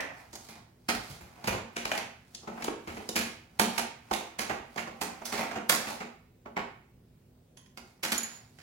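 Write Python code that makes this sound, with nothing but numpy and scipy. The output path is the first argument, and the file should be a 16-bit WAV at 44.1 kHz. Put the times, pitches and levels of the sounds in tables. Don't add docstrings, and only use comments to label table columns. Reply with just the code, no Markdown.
import sys
import numpy as np
from scipy import signal
from scipy.fft import rfft, irfft
from scipy.io import wavfile
from scipy.ndimage import uniform_filter1d

SR = 44100
rng = np.random.default_rng(int(sys.argv[2]) if len(sys.argv) > 2 else 0)


def pcm_store(signal):
    levels = np.round(np.clip(np.atleast_2d(signal), -1, 1) * 32767)
    wavfile.write(sys.argv[1], SR, levels.astype(np.int16).T)


N = 380141


def gain_of(db):
    return 10 ** (np.asarray(db) / 20)


def evened(x):
    return x / np.sqrt(np.mean(x ** 2) + 1e-20)


def read(points, hz):
    f, value = np.transpose(points)
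    return np.interp(np.log(hz + 1), np.log(f + 1), value)


def colour(points):
    log_gain = np.log(gain_of(read(points, abs(np.fft.fftfreq(4096, 1 / SR)))))
    minimum_phase = np.exp(np.conj(signal.hilbert(log_gain)))
    taps = np.fft.ifft(minimum_phase).real[:2048]
    return taps / np.linalg.norm(taps)


def rings(modes, size, scale=1):
    t = np.arange(size) / SR
    total = 0
    for hz, db, t60 in modes:
        pitch = np.minimum(hz * scale, SR / 2)
        total = total + gain_of(db - 60 * t / t60) * np.sin(2 * np.pi * pitch * t)
    return total


# (time [s], delay [samples])
LEFT_DELAY = [(0, 15), (.6, 0), (1, -13), (4.8, -13), (5.2, 0), (6, -12), (6.9, -11), (7.4, 7)]


def add(mix, s, pan_db, sound):
    late = round(np.interp(s, *np.transpose(LEFT_DELAY)))
    for k, side in enumerate((1, -1)):
        start = round(s * SR) + max(side * late, 0)
        part = mix[k, start:][:sound.shape[1]]
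        part += gain_of(side * pan_db / 2) * sound[k, :len(part)]


# (frequency [Hz], correlation [-1 to 1])
LIKENESS = [(60, 0.98), (130, 0.96), (290, 0.95), (640, 0.23), (1410, 0.12), (3100, 0.098), (6820, -0.13),
            (15000, 0.57)]


def pair(frames, hz):
    a, b, c, d = rng.standard_normal((frames, len(hz), 4)).T
    same = np.clip(read(LIKENESS, hz), -1, 1)[:, None]
    left, other = a + 1j * b, c + 1j * d
    return np.array([left, same * left + np.sqrt(1 - same ** 2) * other])


# (frequency [Hz], relative level [dB])
BACKGROUND = [(15, -64), (25, -27), (43, -9.5), (87, -3.5), (123, -1.5), (145, -4.5), (256, -11.5),
              (293, -33.5), (344, -12), (373, -13.5), (1160, -30), (14000, -42), (16000, -34)]
BACKGROUND_DB, PATCHY_DB = -60.5, 1.2
# (frequency [Hz], relative level [dB])
HUM = [(59.2, -71), (118.4, -75.5), (247.6, -69.5)]


def background():
    frames, hz, t = N // 256 + 5, np.fft.rfftfreq(1024, 1 / SR), np.arange(N) / SR
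    smooth_in_time = uniform_filter1d(rng.standard_normal((frames, len(hz))), 12, 0)
    patches = evened(uniform_filter1d(smooth_in_time, 14, 1)).T
    spectra = pair(frames, hz) * gain_of(read(BACKGROUND, hz)[:, None] + PATCHY_DB * patches)
    noise = signal.istft(spectra, nperseg=1024, noverlap=768)[1][:, :N]
    noise = gain_of(BACKGROUND_DB) * evened(noise)
    waver = evened(uniform_filter1d(rng.standard_normal(N), 4000))
    hum = sum(gain_of(db + 2.9 * waver) * np.sin(2 * np.pi * f * t) for f, db in HUM)
    return (noise + hum) * gain_of([[-.6], [.6]])


# (frequency [Hz], relative level [dB], t60 [s])
NEST = [(606, 1, 0.065), (1810, 1.5, 0.027), (1970, 7, 0.018)]


def nest():
    shake = rng.standard_normal((2, N)) * gain_of(-60.0 - 60 * np.arange(N) / SR / 0.27)
    return signal.oaconvolve(shake, rings(NEST, size=4096)[None])[:, :N]


# (time of the strongest moment [s], low level [dB], bright level [dB])
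SWELLS = [(0.0, -44.5, -89), (0.2, -62.5, -67.5), (0.45, -66.5, -61.5), (1.06, -58, -56.5),
          (1.28, -69, -73), (1.43, -59.5, -68), (1.948, -45.5, -51.5), (2.35, -76, -71), (2.63, -52, -61),
          (2.96, -65.5, -61), (3.221, -53.5, -52), (3.76, -50, -54), (4.21, -52.5, -59), (4.49, -55, -85),
          (4.8, -59, -62.5), (5.08, -55.5, -64), (5.408, -41.5, -50.5), (5.898, -47, -49), (7.89, -76, -74),
          (8.19, -63.5, -81), (8.33, -62.5, -61), (8.6, -76, -71)]
SWELL_DB_PER_S, FADE_DB_PER_S, HOLLOW_HZ = 110.5, 153, 740
# (frequency [Hz], relative level [dB])
THUMP = [(80, -21.5), (150, -4.5), (230, 6), (500, 6), (800, -30), (1500, -46.5)]
KNOCK = [(300, -28.5), (560, -5), (720, 0.5), (850, -0.5), (1100, -5.5), (1400, -7.5), (2200, -51.5)]
CLACK = [(800, -33.5), (1300, -3), (1700, 1.5), (2200, 1.5), (2600, 0), (3100, -8.5), (5000, -42)]
CLINK = [(1800, -54), (3000, -0.5), (4500, 6.5), (7000, 1), (9000, -11.5), (13000, -49)]
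TICK = [(5500, -39), (8000, -1.5), (10800, 2.5), (12500, -1), (14500, -6.5), (15700, -2), (16500, -4)]


def gritty_swells():
    t, low, bright = np.arange(N) / SR, 0, 0
    for s, low_db, bright_db in SWELLS:
        swell = gain_of(np.minimum(SWELL_DB_PER_S * (t - s), FADE_DB_PER_S * (s - t)))
        low = low + gain_of(low_db) * swell
        bright = bright + gain_of(bright_db) * swell
    grain_db = 3.7 * np.repeat(rng.standard_normal(N // 64 + 1), 64)[:N]
    grit = rng.standard_normal((2, N)) * gain_of(grain_db)
    grit[0] = 1.15 * grit[0] + 0.28 * grit[1]
    low_colour = colour(KNOCK) + 0.68 * colour(CLACK) + 0.54 * colour(THUMP)
    low_grit = signal.oaconvolve(grit, low_colour[None])[:, :N]
    turn, r = np.exp(2j * np.pi * HOLLOW_HZ * t), np.exp(-np.pi * 200 / SR)
    low_grit += 4.2 * (turn * signal.lfilter([1 - r], [1, -r], grit / turn)).real
    bright_colour = colour(CLINK) + 0.71 * colour(TICK)
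    bright_grit = signal.oaconvolve(grit, bright_colour[None])[:, :N]
    return low * low_grit + bright * bright_grit


# (time [s], strength [dB], weight on the worktop [dB], hardness [dB],
# mold ring pitch [Hz], rattle t60 [s])
KNOCKS = [(0.0044, -35.5, -16, -1.5, 1870, .14), (0.3295, -47.5, 5, 5, 6700, .16),
          (0.3533, -48.5, -2.5, 8, 6500, .1), (0.4863, -51, 2.5, 5, 2350, .34),
          (0.5554, -53, 4, 1.5, 2100, .2), (0.8862, -22, -4.5, -3, 2360, .17),
          (0.9479, -32.5, -4.5, -0.5, 2100, .11), (1.0989, -50, -0.5, 4.5, 2110, .42),
          (1.2071, -48, -0.5, -9, 2280, 0.18), (1.3687, -59.5, 9, -5, 2200, .24),
          (1.4399, -40, 3.5, -0.5, 2280, .45), (1.474, -24, -0.5, -4.5, 2460, .17),
          (1.5246, -33, 4, -4, 2100, .25), (1.7621, -30.5, -5, -4, 2580, .28),
          (1.852, -32, 1, -1.5, 2450, .12), (1.9146, -22.5, -3.5, -6.5, 1900, .065),
          (1.9757, -32.5, -2, 0, 2680, .11), (2.3475, -55, -3, 18.5, 4000, 0.074),
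          (2.4294, -68, 22, 11, 4000, .25), (2.4734, -44.5, 11.5, -4.5, 2100, .19),
          (2.5744, -43.5, 9.5, -21, 2060, .14), (2.621, -36, -6, -2.5, 2300, .1),
          (2.6412, -43, 7.5, 9.5, 2900, .14), (2.6792, -35.5, 7.5, -8, 2510, 0.097),
          (2.8718, -36.5, 0, -7.5, 2350, .27), (2.9668, -39.5, 2.5, -8, 2280, .24),
          (3.0893, -45, 8.5, 14, 3600, 0.082), (3.158, -21.5, -7, -1.5, 2350, .26),
          (3.5945, -22, 1, 0, 3070, .25), (3.7777, -25, -2.5, -1, 2370, .19),
          (4.11, -36.5, 12, -1.5, 1860, .16), (4.129, -30, -4, 0, 2780, .21),
          (4.388, -28, -2.5, -0.5, 3820, .26), (4.4939, -28.5, 1, -8.5, 2127, .26),
          (4.759, -45.5, 12, 1.5, 2074, .2), (4.7764, -26.5, -5.5, -7, 2250, .19),
          (4.8703, -45.5, 11, -4, 2480, .22), (5.012, -32, 2.5, 2.5, 2590, .21),
          (5.2158, -47, 12.5, -5.5, 2170, .091), (5.253, -41.5, -7, 9, 6000, .24),
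          (5.3217, -33, 1.5, 0.5, 2085, .39), (5.3747, -32.5, 0, -2.5, 2345, .3),
          (5.5112, -37.5, 3.5, -5, 2190, .19), (5.5537, -34, 3.5, -7.5, 2814, .23),
          (5.693, -19.5, -5.5, 1, 1855, .27), (5.8691, -34.5, -1.5, -5, 2085, .2),
          (6.0032, -36.5, 1.5, -8, 2240, .25), (6.457, -45.5, 13, -10.5, 2100, .12),
          (6.5651, -27, 1, -13, 2250, .21), (7.5713, -61.5, -17, 5, 6630, .064),
          (7.658, -66, -21, 0, 1960, .11), (7.7722, -43.5, 2, 1, 2500, 0.13),
          (8.0309, -27, -6.5, -0.5, 2900, 0.34), (8.1184, -28, -8.5, 1, 1950, .28),
          (8.177, -40, -13, 0, 2230, .068), (8.2303, -38, -31, -1, 2200, .18),
          (8.585, -49.5, -10, -3, 2330, 0.45)]
# (frequency [Hz], relative level [dB], t60 [s])
WORKTOP = [(191.6, -19, 0.46), (232.7, 13, 0.19), (325, -9, 0.16), (400, -9, 0.051), (446.4, -9, 0.29),
           (495, -0.5, 0.11), (543, -3.5, 0.15), (735, 6, 0.054), (832, -16, 0.016), (914, -6, 0.074)]
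# (multiple of its ring pitch, relative level [dB], t60 [s])
MOLD = [(1, 0, .013), (1.58, -6, .01), (2.3, -10, .008)]
# (time [s], level [dB])
PLATE_REACH = [(0, -6), (0.8, 0.5), (1.5, -1.5), (2.2, -2.5), (3.0, 3.5), (4.0, -3), (4.6, -2.5), (5.6, 0),
               (6.6, -4), (7.7, -2), (8.1, 0)]
# (time [s], left minus right level [dB])
HAND_SIDE = [(0, 2.5), (1.0, -1.5), (1.8, 4), (2.6, 5), (3.6, -3), (4.6, -3.5), (6.5, 1), (7.6, -6),
             (8.1, 2), (8.62, -2)]
LEAD_S, GRAZE = .0045, .1
RISE_S, RISE_SHORTER_PER_DB, SOFTEST_DB = 0.0016, 0.7, -6.5
HOLLOW_DB, HOLLOW_PER_WEIGHT, PLATE_DB = 2, 0.87, -3.5
TICK_DB, TICK_PER_HARDNESS, TICK_FULL_DB, TICK_PER_STRENGTH = 3.5, 1.9, 8, 0.27
RING_DB, RING_DB_PER_OCTAVE, RING_FROM_HZ = -13, 5, 2200


def knocks():
    out, since = np.zeros((2, N)), np.arange(12288) / SR - LEAD_S
    t, graze = np.maximum(since, 0), GRAZE * np.exp(-abs(since) / 0.0044)
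    thump, knock, clack, clink, tick = (colour(c) for c in (THUMP, KNOCK, CLACK, CLINK, TICK))
    top, alike = rings(WORKTOP, size=8192), .45
    long_thump = np.pad(thump, (0, len(top) - len(thump)))
    plate = gain_of(PLATE_DB) * (top / np.linalg.norm(top) + 1.38 * long_thump)
    swell = 1 - 0.32 * np.exp(-t / 0.0018)
    for blow_s, db, weight_db, hard_db, hz, t60 in KNOCKS:
        s = max(blow_s - LEAD_S, 0)
        pan_db = np.interp(blow_s, *np.transpose(HAND_SIDE))
        rise = RISE_S * gain_of(-RISE_SHORTER_PER_DB * max(hard_db, SOFTEST_DB))
        grain = gain_of(2.61 * np.repeat(rng.standard_normal(len(t) // 128), 128))
        rattle = 0.42 * gain_of(-60 * t / t60)
        first_contact = 0.075 / t60 * gain_of(-60 * t / 0.023)
        force = grain * (graze + (rattle + first_contact) * (1 - np.exp(-t / rise)))
        left, other = force * rng.standard_normal((2, len(t)))
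        apart = np.array([left, alike * left + np.sqrt(1 - alike ** 2) * other])

        ring = rings(MOLD, size=len(tick), scale=hz)
        tick_db = TICK_DB + TICK_PER_HARDNESS * min(hard_db, TICK_FULL_DB) + TICK_PER_STRENGTH * db
        ring_db = RING_DB + RING_DB_PER_OCTAVE * np.log2(hz / RING_FROM_HZ) + max(hard_db, 0)
        high = clack + gain_of(hard_db) * clink + gain_of(tick_db) * tick
        high = high + gain_of(ring_db) * ring / np.linalg.norm(ring)
        add(out, s, pan_db, signal.fftconvolve(apart, gain_of(db) * high[None], axes=1))

        hollow_db = db + HOLLOW_DB + HOLLOW_PER_WEIGHT * weight_db
        hollow = signal.fftconvolve(apart * swell, gain_of(hollow_db) * knock[None], axes=1)
        add(out, s, pan_db, hollow)

        plate_db = db + weight_db + np.interp(s, *np.transpose(PLATE_REACH))
        deep = signal.fftconvolve(left * swell, gain_of(plate_db) * plate)
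        add(out, s, 0, deep * np.ones((2, 1)))
    return out


# (frequency [Hz], t60 [s])
KITCHEN = [(100, 0.34), (260, 0.48), (700, 0.42), (1840, 0.54), (4850, 0.44), (9000, 0.33), (15000, 0.15)]


def kitchen(x):
    hz, out = np.fft.rfftfreq(256, 1 / SR), 0
    t = np.arange(600) * 64 / SR
    for k in range(3):
        spectra = pair(len(t), hz) * gain_of(-60 * t / read(KITCHEN, hz)[:, None])
        tail = signal.istft(spectra, nperseg=256, noverlap=192)[1]
        tail *= 1 - np.exp(-np.arange(tail.shape[1]) / SR / 0.011)
        tail /= np.linalg.norm(tail[0])
        turn = np.sqrt(2 / 3) * np.cos(np.pi * (7 * np.arange(N) / SR + k / 3))
        out = out + signal.fftconvolve((x * turn)[None], tail, axes=1)[:, :N]
    return out


# (time [s], level [dB])
BOOMS = [(0.941, -41.5), (1.098, -44.5), (1.21, -48.5), (1.441, -49), (1.472, -29.5), (2.874, -45.5),
         (4.494, -44), (6.568, -53)]
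# (frequency [Hz], relative level [dB])
BOOM = [(20, -30.5), (35, -9), (60, -4.5), (95, -1), (130, -0.5), (170, -7.5), (300, -32.5)]
BOOM_T60_S = .25


def booms():
    out, t = np.zeros((2, N)), np.arange(12288) / SR
    for s, db in BOOMS:
        push = rng.standard_normal(len(t)) * gain_of(db - 60 * t / BOOM_T60_S)
        add(out, s, 0, signal.fftconvolve(push, colour(BOOM)) * np.ones((2, 1)))
    return out


# (time [s], level [dB], left minus right level [dB])
CLINKS = [(2.6408, -69, 7), (8.1797, -49, -11.5), (8.2323, -51.5, -5), (8.3601, -74, -4)]
# (frequency [Hz], relative level [dB], t60 [s])
CUP = [(4500, -3.5, 0.37), (5300, -8, 0.43), (6825, -1, 0.34), (9220, -11.5, .25), (9900, -12.5, 0.4),
       (10860, -14, 0.43), (12400, -20, .12), (13100, -13, .12)]


def cup():
    out, t = np.zeros((2, N)), np.arange(22050) / SR
    low, high = (rings(modes, size=len(t)) + 0.68 * rings(modes, size=len(t), scale=1.003)
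                 for modes in np.split(CUP, [2]))
    ring = low * (1 - gain_of(-60 * t / .1))
    ring = ring + high * (1 + 7.1 * gain_of(-60 * t / 0.12))
    for s, db, pan_db in CLINKS:
        add(out, s, pan_db, gain_of(db) * ring * np.ones((2, 1)))
    return out


# (time [s], level [dB])
TOUCHES = [(7.57, -76.5), (7.66, -91)]
# (frequency [Hz], relative level [dB], t60 [s])
BOWL = [(1045, -3.5, 0.07), (2000, -8, 0.043), (3230, 8, 0.009), (5470, -9, .02), (6420, 5, 0.017),
        (10800, 1, .02)]


def bowl():
    out, t = np.zeros((2, N)), np.arange(8192) / SR
    for s, db in TOUCHES:
        scuff = rng.standard_normal((2, len(t))) * gain_of(db - 60 * t / 0.15)
        add(out, s, 0, signal.fftconvolve(scuff, rings(BOWL, size=16384)[None], axes=1))
    return out


# (frequency [Hz], left minus right level [dB])
SHADE = [(60, 0), (150, 1.5), (380, -2.5), (950, -4), (2380, -4.5), (5980, -2.5), (15000, -9.5)]


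def shaded(x):
    half_db = read(SHADE, np.fft.rfftfreq(N, 1 / SR)) / 2
    return irfft(rfft(x) * gain_of([half_db, -half_db]), N)


def scene():
    near = nest() + gritty_swells() + knocks() + booms() + cup() + bowl()
    echo = gain_of(-3.) * kitchen(near.mean(0))
    return shaded(near + echo) + background()


EDGE_HZ = 16000


def record(dry):
    dry = signal.sosfilt(signal.butter(2, 40, "high", fs=SR, output="sos"), dry)
    return signal.oaconvolve(dry, signal.firwin(511, EDGE_HZ, window=("kaiser", 9), fs=SR)[None], "same")


dry = scene()
out = record(dry)
pcm_store(out)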